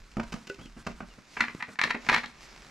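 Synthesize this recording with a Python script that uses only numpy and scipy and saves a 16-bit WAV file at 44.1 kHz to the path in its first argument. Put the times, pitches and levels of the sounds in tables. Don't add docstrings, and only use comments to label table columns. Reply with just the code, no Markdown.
import sys
import numpy as np
from scipy import signal
from scipy.fft import rfft, irfft
from scipy.io import wavfile
from scipy.ndimage import uniform_filter1d

SR = 44100
rng = np.random.default_rng(int(sys.argv[2]) if len(sys.argv) > 2 else 0)


def digitize_waveform(pressure):
    field = np.atleast_2d(pressure).T
    bounded = np.clip(field, -1, 1)
    quanta = np.round(bounded * 32767).astype(np.int16)
    wavfile.write(sys.argv[1], SR, quanta)


N = 119070
TIME_S = np.arange(N) / SR

# start_s, length_s, thump_db, knock_db, scuff_db, ring_db (thump, ring before trim)
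HOOF_STEPS = [(0.115, 0.0073, -56, -76, -57, -73), (0.169, 0.0041, -32, -39.5, -51, -26.5),
              (0.184, 0.0059, -32.5, -65, -81, -23.5), (0.197, 0.0076, -31.5, -31.5, -48, -41),
              (0.23, 0.012, -36.5, -43.5, -50, -56), (0.322, 0.011, -37.5, -39.5, -41.5, -50),
              (0.339, 0.0047, -30, -40, -46, -55), (0.36, .006, -41, -50, -56, -39),
              (0.471, 0.0068, -56, -52, -46.5, -52), (0.495, 0.0074, -42.5, -61, -47, -68),
              (0.544, 0.0057, -48, -67, -53.5, -65), (0.585, 0.018, -36, -49, -59, -66),
              (0.612, 0.011, -38, -60, -59, -71), (0.656, .006, -38.5, -68, -54.5, -78),
              (0.766, 0.019, -38, -52, -61.5, -44.5), (0.866, 0.0095, -27, -32, -42, -36),
              (0.891, 0.031, -35, -49.5, -58, -42), (1.005, 0.0051, -39, -38.5, -75, -61),
              (1.02, 0.023, -35.5, -48.5, -84, -43.5), (1.177, 0.02, -42.5, -55.5, -70, -58)]
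# start_s, level_db
BAR_CLACKS = [(0.477, -54), (0.4997, -34)]
# start_s, length_s, body_db, crack_db, boom_db
BUCKET_KNOCKS = [(1.368, 0.01, -31.5, -53, -44), (1.394, 0.024, -31, -64, -74),
                 (1.406, .006, -19, -31.5, -38.5), (1.417, 0.011, -36, -44, -42.5),
                 (1.439, 0.0034, -31, -63, -52.5), (1.476, 0.0016, -48, -57, -60),
                 (1.483, 0.0023, -34, -54.5, -49.5), (1.496, 0.0049, -45, -58, -50),
                 (1.597, 0.017, -44.5, -59, -74), (1.603, 0.0088, -39, -62, -65),
                 (1.625, 0.0032, -31.5, -45, -56), (1.629, 0.005, -45, -66, -57),
                 (1.671, 0.0025, -55, -67, -62), (1.681, 0.02, -46.5, -67, -44.5),
                 (1.757, 0.0027, -50.5, -61, -66), (1.789, 0.0041, -28, -42, -50),
                 (1.794, 0.001, -26.5, -41.5, -53), (1.815, 0.0013, -22.5, -31.5, -47.5),
                 (1.837, 0.005, -22.5, -29.5, -38.5), (1.85, 0.008, -37.5, -55, -37),
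                 (1.873, 0.0084, -35.5, -52, -43.5), (1.896, 0.0051, -37.5, -47, -47),
                 (1.905, .007, -25, -36.5, -43), (1.945, 0.0089, -32.5, -50.5, -36.5),
                 (1.957, 0.011, -41.5, -68, -39.5), (2.066, .009, -42.5, -67, -49),
                 (2.088, 0.0051, -19.5, -31.5, -36), (2.096, 0.0041, -18.5, -32, -36),
                 (2.117, 0.0052, -43, -39, -32), (2.124, 0.017, -22.5, -33.5, -34),
                 (2.141, 0.009, -19.5, -28.5, -37.5), (2.162, 0.0047, -24.5, -37.5, -40),
                 (2.172, 0.016, -29.5, -38, -39), (2.234, 0.012, -34.5, -47.5, -49),
                 (2.259, .004, -47, -45, -52)]
# centre_s, half_length_s, level_db
CLOAK_SWISHES = [(1.37, 0.08, -57.5), (2.036, 0.032, -74), (2.436, .035, -57)]
# start_s, length_s, start_hz, middle_hz, end_hz, level_db
BIRD_CALLS = [(0.586, .108, 2600, 3300, 2540, -56), (1.095, 0.045, 3000, 2840, 2700, -59)]

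# freq_hz, gain_db, t60_s
STAND_MODES = [(43, -20, 0.62), (128, -22, 0.3), (169, -15, 0.21), (228.4, 1.5, 0.18), (341.5, -13.5, 0.16),
               (493.4, -13.5, 0.15), (611, -22, 0.19), (690, -16, 0.18), (950, -22.5, 0.49),
               (1230, -41, .2)]
BAR_MODES = [(397, 0.5, .16), (481, -2, 0.067), (540, -9.5, 0.14), (1486, 1.5, 0.097), (1540, -22, .05),
             (1970, -9, 0.067), (2520, -10, 0.056), (2670, -4.5, 0.041), (3250, -23, .04)]
BUCKET_WALL_MODES = [(997, 19.5, 0.063), (1179, 9.5, 0.16), (1480, -4, .12), (1850, 0, .12),
                     (1955, -12, .13), (2070, -12, .1), (2370, -4, .08), (2480, -9, .1), (4000, -6, 0.087),
                     (3800, -14, 0.076)]
BUCKET_HOLLOW_MODES = [(235.7, -31, 0.27), (411, -40, .12), (655, -41, 0.19)]

# freq_hz, relative_db
HOOF_THUMP_EQ = [(25, -26), (60, -10.5), (110, -6.5), (190, 0.5), (300, -4), (450, -17), (900, -26),
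                 (3000, -97)]
HOOF_KNOCK_EQ = [(100, -5.5), (350, 0), (540, 2), (670, 8), (950, 0), (1280, 7.5), (1550, 2.5), (1750, -4),
                 (2400, -3.5), (3100, -16), (6000, -29), (14000, -74)]
HOOF_SCUFF_EQ = [(500, -46), (2200, 9), (2780, 16.5), (3300, 4), (5000, 8), (7000, 2), (9000, -9.5),
                 (12500, -14), (15500, -33)]
BUCKET_BODY_EQ = [(100, -58), (250, -22.5), (550, -23.5), (800, -3.5), (1150, 0), (1600, 0.5), (1880, 5.5),
                  (2400, 1), (2750, -6), (3200, -15.5), (4100, -39), (5000, -42), (12000, -52)]
BUCKET_CRACK_EQ = [(1000, -17), (3000, 0.5), (3700, 3.5), (4150, 6), (4750, -4), (5400, -4), (7000, -11.5),
                   (8700, -21.5), (12000, -25.5), (15500, -56)]
BUCKET_BOOM_EQ = [(40, -16.5), (100, -10.5), (165, -6.5), (205, -6), (233, 5.5), (265, -0.5), (330, -4),
                  (450, -7.5), (700, -7.5), (1200, -15), (4000, -71)]
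BUMP_EQ = [(25, 0), (70, 2.5), (170, 3.5), (400, -6.5), (700, -17), (1500, -20), (7000, -34.5),
           (14000, -55)]
LEAF_EQ = [(300, 7), (800, 7), (1500, 6), (2400, 7.5), (3300, 0.5), (5200, 2.5), (7300, -4.5), (9000, -19),
           (12500, -18.5), (15500, -61)]
CLOAK_EQ = [(800, -25), (2500, -8), (4200, -3), (5300, -1), (7200, -6), (9000, -13), (13000, -23),
            (15500, -40)]
AIR_EQ = [(15, -29), (50, -27), (100, -0.5), (200, 10), (330, -1), (600, -14), (1400, -1), (2700, -15),
          (3500, -12), (8000, -15), (14000, -33)]
RUMBLE_EQ = [(12, -10), (28, -2.5), (43, 5), (60, -3), (100, -20.5), (200, -27), (600, -59)]

# time_s, gain_db
LEAF_ENVELOPE = [(0, -55), (.3, -52.5), (.45, -51.5), (.62, -52), (.8, -57), (.92, -48.5), (1.0, -57),
                 (1.12, -50.5), (1.23, -54.5), (1.38, -44), (1.55, -51.5), (1.73, -57), (1.93, -58),
                 (2.06, -39.5), (2.33, -53.5), (2.44, -44), (2.54, -46), (2.7, -48.5)]
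RUMBLE_ENVELOPE = [(0, -40.5), (.08, -60), (.33, -46.5), (.46, -71), (.65, -51.5), (.9, -54), (1.05, -51.5),
                   (1.26, -67), (1.5, -64), (1.78, -88), (1.95, -61), (2.2, -61), (2.45, -57.5), (2.7, -62)]


def hooves():
    start_s, length_s, thump_db, knock_db, scuff_db, ring_db = np.transpose(HOOF_STEPS)
    ring_trim_db, thump_trim_db = -1, -6
    frame = ring(clicks(start_s, ring_db + ring_trim_db), STAND_MODES)
    thump_force = contacts(start_s, length_s, thump_db + thump_trim_db)
    thump = struck(thump_force, HOOF_THUMP_EQ, tail_db=-5, t60_s=0.16)
    knock = struck(contacts(start_s, length_s, knock_db), HOOF_KNOCK_EQ, tail_db=-5, t60_s=0.16)
    scuff = struck(contacts(start_s, length_s, scuff_db), HOOF_SCUFF_EQ, tail_db=-6, t60_s=0.17)
    bar = ring(clicks(*np.transpose(BAR_CLACKS)), BAR_MODES)
    return frame + thump + knock + scuff + bar


def bucket():
    start_s, length_s, body_db, crack_db, boom_db = np.transpose(BUCKET_KNOCKS)
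    wall_trim_db = -27.5
    body = struck(contacts(start_s, length_s, body_db), BUCKET_BODY_EQ, tail_db=-5, t60_s=0.16)
    crack = struck(contacts(start_s, length_s, crack_db), BUCKET_CRACK_EQ, tail_db=-5.5, t60_s=0.21)
    boom_force = contacts(start_s, length_s, boom_db)
    boom = struck(boom_force, BUCKET_BOOM_EQ, tail_db=-5, t60_s=0.21)
    hollow = ring(boom_force, BUCKET_HOLLOW_MODES)
    wall = ring(clicks(start_s, body_db + wall_trim_db), BUCKET_WALL_MODES)
    return body + crack + boom + hollow + wall


def bump():
    return colour(contacts(starts_s=[1.549], lengths_s=[0.0028], levels_db=[-36]), BUMP_EQ)


def leaves():
    crackles_per_s, size_spread_db = 2700, 8
    crackle_mix_db, hiss_mix_db = -11, -8
    sizes = from_db(size_spread_db * np.minimum(rng.exponential(1, (2, N)), 5))
    signs = rng.choice([-1, 1], (2, N))
    crackles = sizes * signs * (rng.random((2, N)) < crackles_per_s / SR)
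    hiss = from_db(hiss_mix_db) * rng.standard_normal((2, N))
    rustle = from_db(crackle_mix_db) * crackles / crackles.std() + hiss
    return colour(spread(rustle, width_db=-9.5), LEAF_EQ) * envelope(LEAF_ENVELOPE)


def cloak():
    swells = sum(from_db(level_db) * np.exp(-((TIME_S - centre_s) / half_length_s) ** 2)
                 for centre_s, half_length_s, level_db in CLOAK_SWISHES)
    return swells * stereo_noise(CLOAK_EQ, width_db=-19)


def bird():
    waver_share = 0.0197
    out = np.zeros(N)
    for start_s, length_s, start_hz, middle_hz, end_hz, level_db in BIRD_CALLS:
        progress = np.clip((TIME_S - start_s) / length_s, 0, 1)
        parabola = np.polyfit([0, 0.5, 1], [start_hz, middle_hz, end_hz], 2)
        pitch_hz = np.polyval(parabola, progress) * (1 + waver_share * wander(smooth_samples=50))
        swell = np.sqrt(np.abs(np.sin(np.pi * progress)))
        out += from_db(level_db) * swell * np.sin(2 * np.pi * np.cumsum(pitch_hz) / SR)
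    return out


def outdoor_air():
    air_db, flutter_db = -61, 4
    air_gain = from_db(air_db + flutter_db * wander(smooth_samples=1800))
    air = air_gain * stereo_noise(AIR_EQ, width_db=-19)
    rumble = envelope(RUMBLE_ENVELOPE) * stereo_noise(RUMBLE_EQ, width_db=-53.5)
    return air + rumble


def contacts(starts_s, lengths_s, levels_db):
    grit_db, rise_share = 5.5, 0.19
    click_gain, click_reference_s = 0.56, 0.0044
    energy_window_s = 0.01
    lead_samples = 64
    time_s = TIME_S[:4096]
    out = np.zeros(N + SR)
    for start_s, length_s, level_db in zip(starts_s, lengths_s, levels_db):
        grit = rng.standard_normal(len(time_s)) * from_db(grit_db * rng.standard_normal(len(time_s)))
        rise = 1 - np.exp(-time_s / (rise_share * length_s))
        fall = np.exp(-(time_s / length_s) ** 4)
        force = unit_energy(grit * rise * fall)
        force[0] += click_gain * min(click_reference_s / length_s, 2)
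        spectrum = rfft(np.roll(force, lead_samples))
        smoothed_power = uniform_filter1d(np.abs(spectrum) ** 2, size=70)
        flat_force = unit_energy(irfft(spectrum / np.sqrt(smoothed_power)))
        first = int(start_s * SR) - lead_samples
        out[first:first + len(time_s)] += flat_force * from_db(level_db) * np.sqrt(energy_window_s * SR)
    return out[:N]


def clicks(starts_s, levels_db):
    out = np.zeros(N)
    out[(np.asarray(starts_s) * SR).astype(int)] = from_db(levels_db)
    return out


def struck(force, eq, tail_db, t60_s):
    direct = colour(force, eq)
    return direct + tail(direct, tail_db, t60_s, width_db=-5)


def ring(force, modes):
    out = np.zeros(N)
    for freq_hz, gain_db, t60_s in modes:
        radius = from_db(-60 / (t60_s * SR))
        step_rad = 2 * np.pi * freq_hz / SR
        feedback = [1, -2 * radius * np.cos(step_rad), radius ** 2]
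        out += from_db(gain_db) * signal.lfilter([0, np.sin(step_rad)], feedback, force + 1e-18)
    return out


def tail(x, level_db, t60_s, width_db):
    time_s = TIME_S[:SR]
    rise = 1 - np.exp(-time_s / 0.001)
    decay = from_db(-60 * time_s / t60_s)
    pair = [unit_energy(noise * decay * rise) for noise in rng.standard_normal((2, SR))]
    response = spread(pair, width_db)
    return from_db(level_db) * signal.fftconvolve(np.atleast_2d(x), response, axes=1)[:, :N]


def colour(x, eq):
    size = 2 ** 18
    freq_hz, relative_db = np.transpose(eq)
    bins_hz = np.arange(size // 2 + 1) * SR / size
    gain = from_db(np.interp(np.log(bins_hz + 1), np.log(freq_hz), relative_db))
    cepstrum = irfft(np.log(gain))
    cepstrum[1:size // 2] *= 2
    cepstrum[size // 2 + 1:] = 0
    response = unit_energy(irfft(np.exp(rfft(cepstrum))))
    return irfft(rfft(x, size) * rfft(response))[..., :N]


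def stereo_noise(eq, width_db):
    return colour(spread(rng.standard_normal((2, N)), width_db), eq)


def spread(pair, width_db):
    side_gain = from_db(width_db)
    return (pair[0] + side_gain * pair[1] * np.array([[1], [-1]])) / np.sqrt(1 + side_gain ** 2)


def wander(smooth_samples):
    drift = uniform_filter1d(rng.standard_normal(N), smooth_samples)
    drift = uniform_filter1d(drift, smooth_samples)
    return drift / drift.std()


def envelope(points):
    return from_db(np.interp(TIME_S, *np.transpose(points)))


def unit_energy(x):
    return x / np.sqrt(np.sum(x ** 2) + 1e-20)


def from_db(db):
    return 10 ** (np.asarray(db) / 20)


def scene():
    left_minus_right_db = -1.2
    pan = from_db(left_minus_right_db * np.array([[0.5], [-0.5]]))
    direct = pan * hooves() + bucket() + bump() + bird()
    yard_echo = tail(direct, level_db=-23, t60_s=0.69, width_db=-8)
    return direct + yard_echo + pan * (leaves() + cloak() + outdoor_air())


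def record(dry):
    left_lag_s, ceiling, stopband_hz = 14e-6, 0.6, 15500
    delay = np.exp(-2j * np.pi * np.fft.rfftfreq(N, 1 / SR) * left_lag_s)
    left = irfft(rfft(dry[0]) * delay, N)
    rounded = ceiling * np.tanh(np.array([left, dry[1]]) / ceiling)
    return signal.sosfilt(signal.cheby2(12, 60, stopband_hz, fs=SR, output="sos"), rounded)


dry = scene()
out = record(dry)
digitize_waveform(out)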